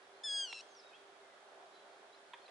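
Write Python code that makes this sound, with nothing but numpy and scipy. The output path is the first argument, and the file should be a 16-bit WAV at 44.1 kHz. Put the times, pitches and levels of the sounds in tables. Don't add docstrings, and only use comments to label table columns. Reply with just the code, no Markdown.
import sys
import numpy as np
from scipy import signal
from scipy.fft import rfft, irfft
from scipy.io import wavfile
from scipy.ndimage import uniform_filter1d

SR = 44100
rng = np.random.default_rng(int(sys.argv[2]) if len(sys.argv) > 2 else 0)


def log_audio(samples):
    frames = np.atleast_2d(samples).T
    limited = np.clip(frames, -1, 1)
    pcm = np.round(limited * 32767).astype(np.int16)
    wavfile.write(sys.argv[1], SR, pcm)


N = 110250


def undb(db):
    return 10 ** (np.asarray(db) / 20)


def unit(x):
    return x / np.sqrt(np.mean(x ** 2))


def curve_at(table, hz):
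    freqs, values = np.array(table, float).T
    return np.interp(np.log(np.maximum(hz, 1)), np.log(freqs), values)


def pan(db):
    gains = undb(np.array([[.5], [-.5]]) * db)
    return gains / np.sqrt(np.mean(gains ** 2, axis=0))


def wander(rate_hz):
    f = np.fft.rfftfreq(N, 1 / SR)
    return unit(irfft(rfft(rng.standard_normal(N)) * np.exp(-(f / rate_hz) ** 2), N))


def noise_band(hz, width_hz):
    f = np.fft.rfftfreq(N, 1 / SR)
    detuning = (f * f - hz * hz) / (f * width_hz + 1)
    return unit(irfft(rfft(rng.standard_normal(N)) / (1 + detuning ** 2 / 2), N))


def cut_bass(x):
    return signal.sosfilt(signal.butter(2, 450, "high", fs=SR, output="sos"), x)


def field_echo(x, t60_s=.85, delay_s=.012):
    t = np.arange(SR) / SR
    tail = rng.standard_normal((2, SR)) * np.exp(-np.log(1000) * t / t60_s) * (t > delay_s)
    return signal.fftconvolve(x[None], unit(tail) / np.sqrt(SR), axes=1)[:, :N]


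def distant_rush(t, level_db=-60.5, swell_hz=670, swell_octaves=.66, flicker_db=.74):
    # frequency in Hz, relative noise density in dB.
    tone = [(18, -74), (30, -37), (169, -25.5), (364, -9.5), (392, -3.5), (422, -10), (709, -4),
            (953, -9.5), (1640, -9), (1860, -13), (2050, -14), (2900, -18), (3280, -15), (3710, -17.5),
            (4090, -20.5), (4520, -21.5), (11000, -32), (14300, -86), (22000, -120)]
    # frequency in Hz, correlation of left and right.
    likeness = [(60, .85), (270, .91), (570, 0.86), (1200, 0.27), (2500, 0.04), (5400, 0)]
    # frequency in Hz, left minus right in dB.
    balance = [(110, 0), (350, 0), (620, -2.5), (2000, -4), (3500, 0.5), (11000, -1)]
    # time in seconds, gain of the low mids in dB.
    swells = [(0, 0), (.35, 2.5), (.85, 1), (1.15, 0.5), (1.4, 0), (1.55, 5), (1.72, 3), (2.1, 2),
              (2.25, -1), (2.5, 3)]
    f = np.fft.rfftfreq(N, 1 / SR)
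    alike = curve_at(likeness, f)
    mid, side = rfft(rng.standard_normal((2, N)))
    stereo = mid * np.sqrt(1 + alike) + np.array([[1], [-1]]) * side * np.sqrt(1 - alike)
    spectrum = stereo * undb(curve_at(tone, f)) * pan(curve_at(balance, f))
    swell_band = np.exp(-(np.log2((f + 1) / swell_hz) / swell_octaves) ** 2 / 2)
    bed, low_mids = irfft(spectrum, N), irfft(spectrum * swell_band, N)
    swell = undb(np.interp(t, *np.array(swells).T) + flicker_db * wander(24))
    return (bed + low_mids * (swell - 1)) / np.std(bed) * undb(level_db)


def low_hum(pitch_hz=394.5, level_db=-72, waver_db=2):
    gain = np.sqrt(2) * undb(level_db + waver_db * wander(4.1))
    hz = pitch_hz * (1 + .0097 * wander(14.2))
    return gain * np.sin(2 * np.pi * np.cumsum(hz) / SR) * pan(-4.3)


def far_birds(t, waver=.011, flicker_db=3, twitter_db=-82, echo_db=-7):
    # start and length in seconds, first, middle and last pitch in Hz, relative level in dB.
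    chirps = [(0.125, 0.1, 4000, 4200, 4770, -75), (0.686, .06, 6800, 6400, 6280, -71.5),
              (0.739, 0.086, 6200, 5460, 4670, -65.5), (0.746, .016, 5300, 4770, 4460, -65.5),
              (0.804, 0.13, 3980, 3776, 3680, -68.5), (0.915, 0.043, 2650, 2526, 2810, -62),
              (0.932, 0.045, 2990, 3250, 3310, -63), (1.219, 0.15, 2150, 2045, 1935, -70.5),
              (1.717, 0.13, 3910, 4030, 3890, -72), (1.772, 0.062, 3085, 3290, 3320, -74),
              (2.128, .027, 3835, 4040, 4200, -64.5), (2.151, 0.041, 4640, 5100, 5460, -77),
              (2.408, 0.066, 4240, 4330, 4320, -71), (2.451, 0.021, 3900, 4070, 4180, -64),
              (2.465, 0.036, 4600, 4950, 5200, -75)]
    whistles = np.zeros(N)
    for start, length, first_hz, mid_hz, last_hz, db in chirps:
        progress = np.clip((t - start) / length, 0, 1)
        glide = np.polyfit([0, .5, 1], [first_hz, mid_hz, last_hz], 2)
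        hz = np.polyval(glide, progress) * (1 + waver * wander(250))
        envelope = np.sqrt(2 * np.abs(np.sin(np.pi * progress)))
        whistles += undb(db) * envelope * np.sin(2 * np.pi * np.cumsum(hz) / SR)
    whistles *= undb(flicker_db * (wander(82) - .5))
    twitter = noise_band(hz=4150, width_hz=980) * undb(twitter_db + 4 * wander(25))
    return whistles + twitter + undb(echo_db) * field_echo(whistles)


def dry_snaps(t, attack_s=.00052, echo_db=-8):
    # start in seconds, level in dB, pitch factor, t60 in seconds, left minus right in dB.
    hits = [(2.3348, -44, 1.003, 0.059, -2), (2.48, -54, 1.08, 0.083, -1)]
    # centre in Hz before the pitch factor, width in Hz, relative level in dB.
    modes = [(960, 120, 3.5), (1870, 460, 1), (2420, 210, -1), (3320, 300, 0), (5930, 6000, -16.5)]
    out = 0
    for start, db, pitch, t60, side_db in hits:
        age = np.maximum(t - start, 0)
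        ring = unit(sum(undb(mode_db) * noise_band(hz * pitch, width) for hz, width, mode_db in modes))
        envelope = np.minimum(age / attack_s, 1) * np.exp(-np.log(1000) * age / t60)
        snap = undb(db) * ring * envelope
        out += snap * pan(side_db) + undb(echo_db) * field_echo(snap)
    return cut_bass(out)


def woody_click(t, start_s=.5273, level_db=-34):
    # frequency in Hz, delay in seconds, rise time in seconds, relative level in dB.
    modes = [(8100, 0, 0.00014, -12), (3430, 0.0031, 0.00039, -2.5), (2390, .0006, 0.00035, 1),
             (896, 0.0018, 0.00084, -9)]
    ring = 0
    for hz, delay, rise, db in modes:
        age = np.maximum(t - start_s - delay, 0)
        envelope = age / rise * np.exp(1 - age / rise)
        ring += undb(db) * envelope * np.sin(2 * np.pi * hz * age)
    return undb(level_db) * cut_bass(ring) * pan(-10)


def lapwing(t):
    # time in seconds, pitch in Hz, level ahead of the throat in dB, brightness in dB/octave.
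    contour = [(0.2354, 1670, -59, 13), (.238, 1690, -48, 4), (0.24, 1764, -44.5, 3), (.25, 1764, -42.5, 4),
               (0.275, 1694, -41.5, 1.5), (.298, 1661, -41, 2), (.355, 1650, -39.5, 3),
               (0.406, 1625, -39.5, 3), (0.433, 1600, -41, 0), (.449, 1574, -42.5, -0.5),
               (0.462, 1494, -51.5, 1), (0.487, 1424, -51.5, -3), (.52, 1365, -52.5, -2.5),
               (.585, 1335, -54.5, 1), (0.606, 1329, -55, -1)]
    # frequency in Hz, gain in dB.
    throat = [(1300, -17), (1700, -17), (2650, 0), (3350, 1), (4100, -4), (5000, -7.5), (5600, -2.5),
              (6700, -16), (7300, -19), (8250, -15), (8900, -21), (9900, -39.5), (11000, -31), (13000, -49)]
    # frequency in Hz, left minus right in dB.
    balance = [(1600, 1.5), (3300, 1), (5000, 3), (6600, 4), (8200, 10), (10000, 3)]
    start_s, end_s, attack_s, release_s = .234, .615, .002, .0025
    buzz_start_s, buzz_rise_s = .475, .05
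    flutter_hz, flutter_depth, flutter_tilt = 107.5, .027, 3.2
    squeak_s, squeak_jump, squeak_tilt, squeak_db = .6065, .092, 7, -2
    rasp_db, buzz_rasp_db, echo_db, leaf_hz = -30, -13, -20, 3300

    times, *columns = np.array(contour).T
    hz, db, tilt = (np.interp(t, times, column) for column in columns)
    hz = uniform_filter1d(hz, size=200)
    buzz = np.clip((t - buzz_start_s) / buzz_rise_s, 0, 1)
    squeak = np.clip((t - squeak_s) * 1000, 0, 1)
    flutter = -buzz * (1 - squeak) * np.cos(2 * np.pi * flutter_hz * (t - buzz_start_s))
    jitter = (.00076 + .008 * buzz) * wander(460)
    hz *= 1 + squeak_jump * squeak + flutter_depth * flutter + jitter
    tilt += squeak_tilt * squeak + flutter_tilt * flutter
    phase = 2 * np.pi * np.cumsum(hz) / SR
    rasp = (undb(rasp_db) + buzz * undb(buzz_rasp_db)) * noise_band(hz=4500, width_hz=2200)
    harmonics = 0
    for k in range(1, 8):
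        shimmer_db = (.5 + 1.5 * buzz) * wander(220)
        gain = undb(curve_at(throat, k * hz) + tilt * np.log2(max(k / 2, 1)) + shimmer_db)
        harmonics += np.sqrt(2) * gain * np.sin(k * phase) * pan(curve_at(balance, k * hz))
    gate = np.clip((t - start_s) / attack_s, 0, 1) * np.clip((end_s - t) / release_s, 0, 1)
    voice = (harmonics + rasp) * gate * undb(db + squeak_db * squeak)
    echo_send = np.gradient(voice.mean(axis=0)) * SR / (2 * np.pi * leaf_hz)
    return voice + undb(echo_db) * field_echo(echo_send)


def scene():
    t = np.arange(N) / SR
    return lapwing(t) + far_birds(t) + dry_snaps(t) + woody_click(t) + distant_rush(t) + low_hum()


def record(dry):
    return signal.sosfilt(signal.ellip(10, .2, 60, 11000, fs=SR, output="sos"), dry)


dry = scene()
out = record(dry)
log_audio(out)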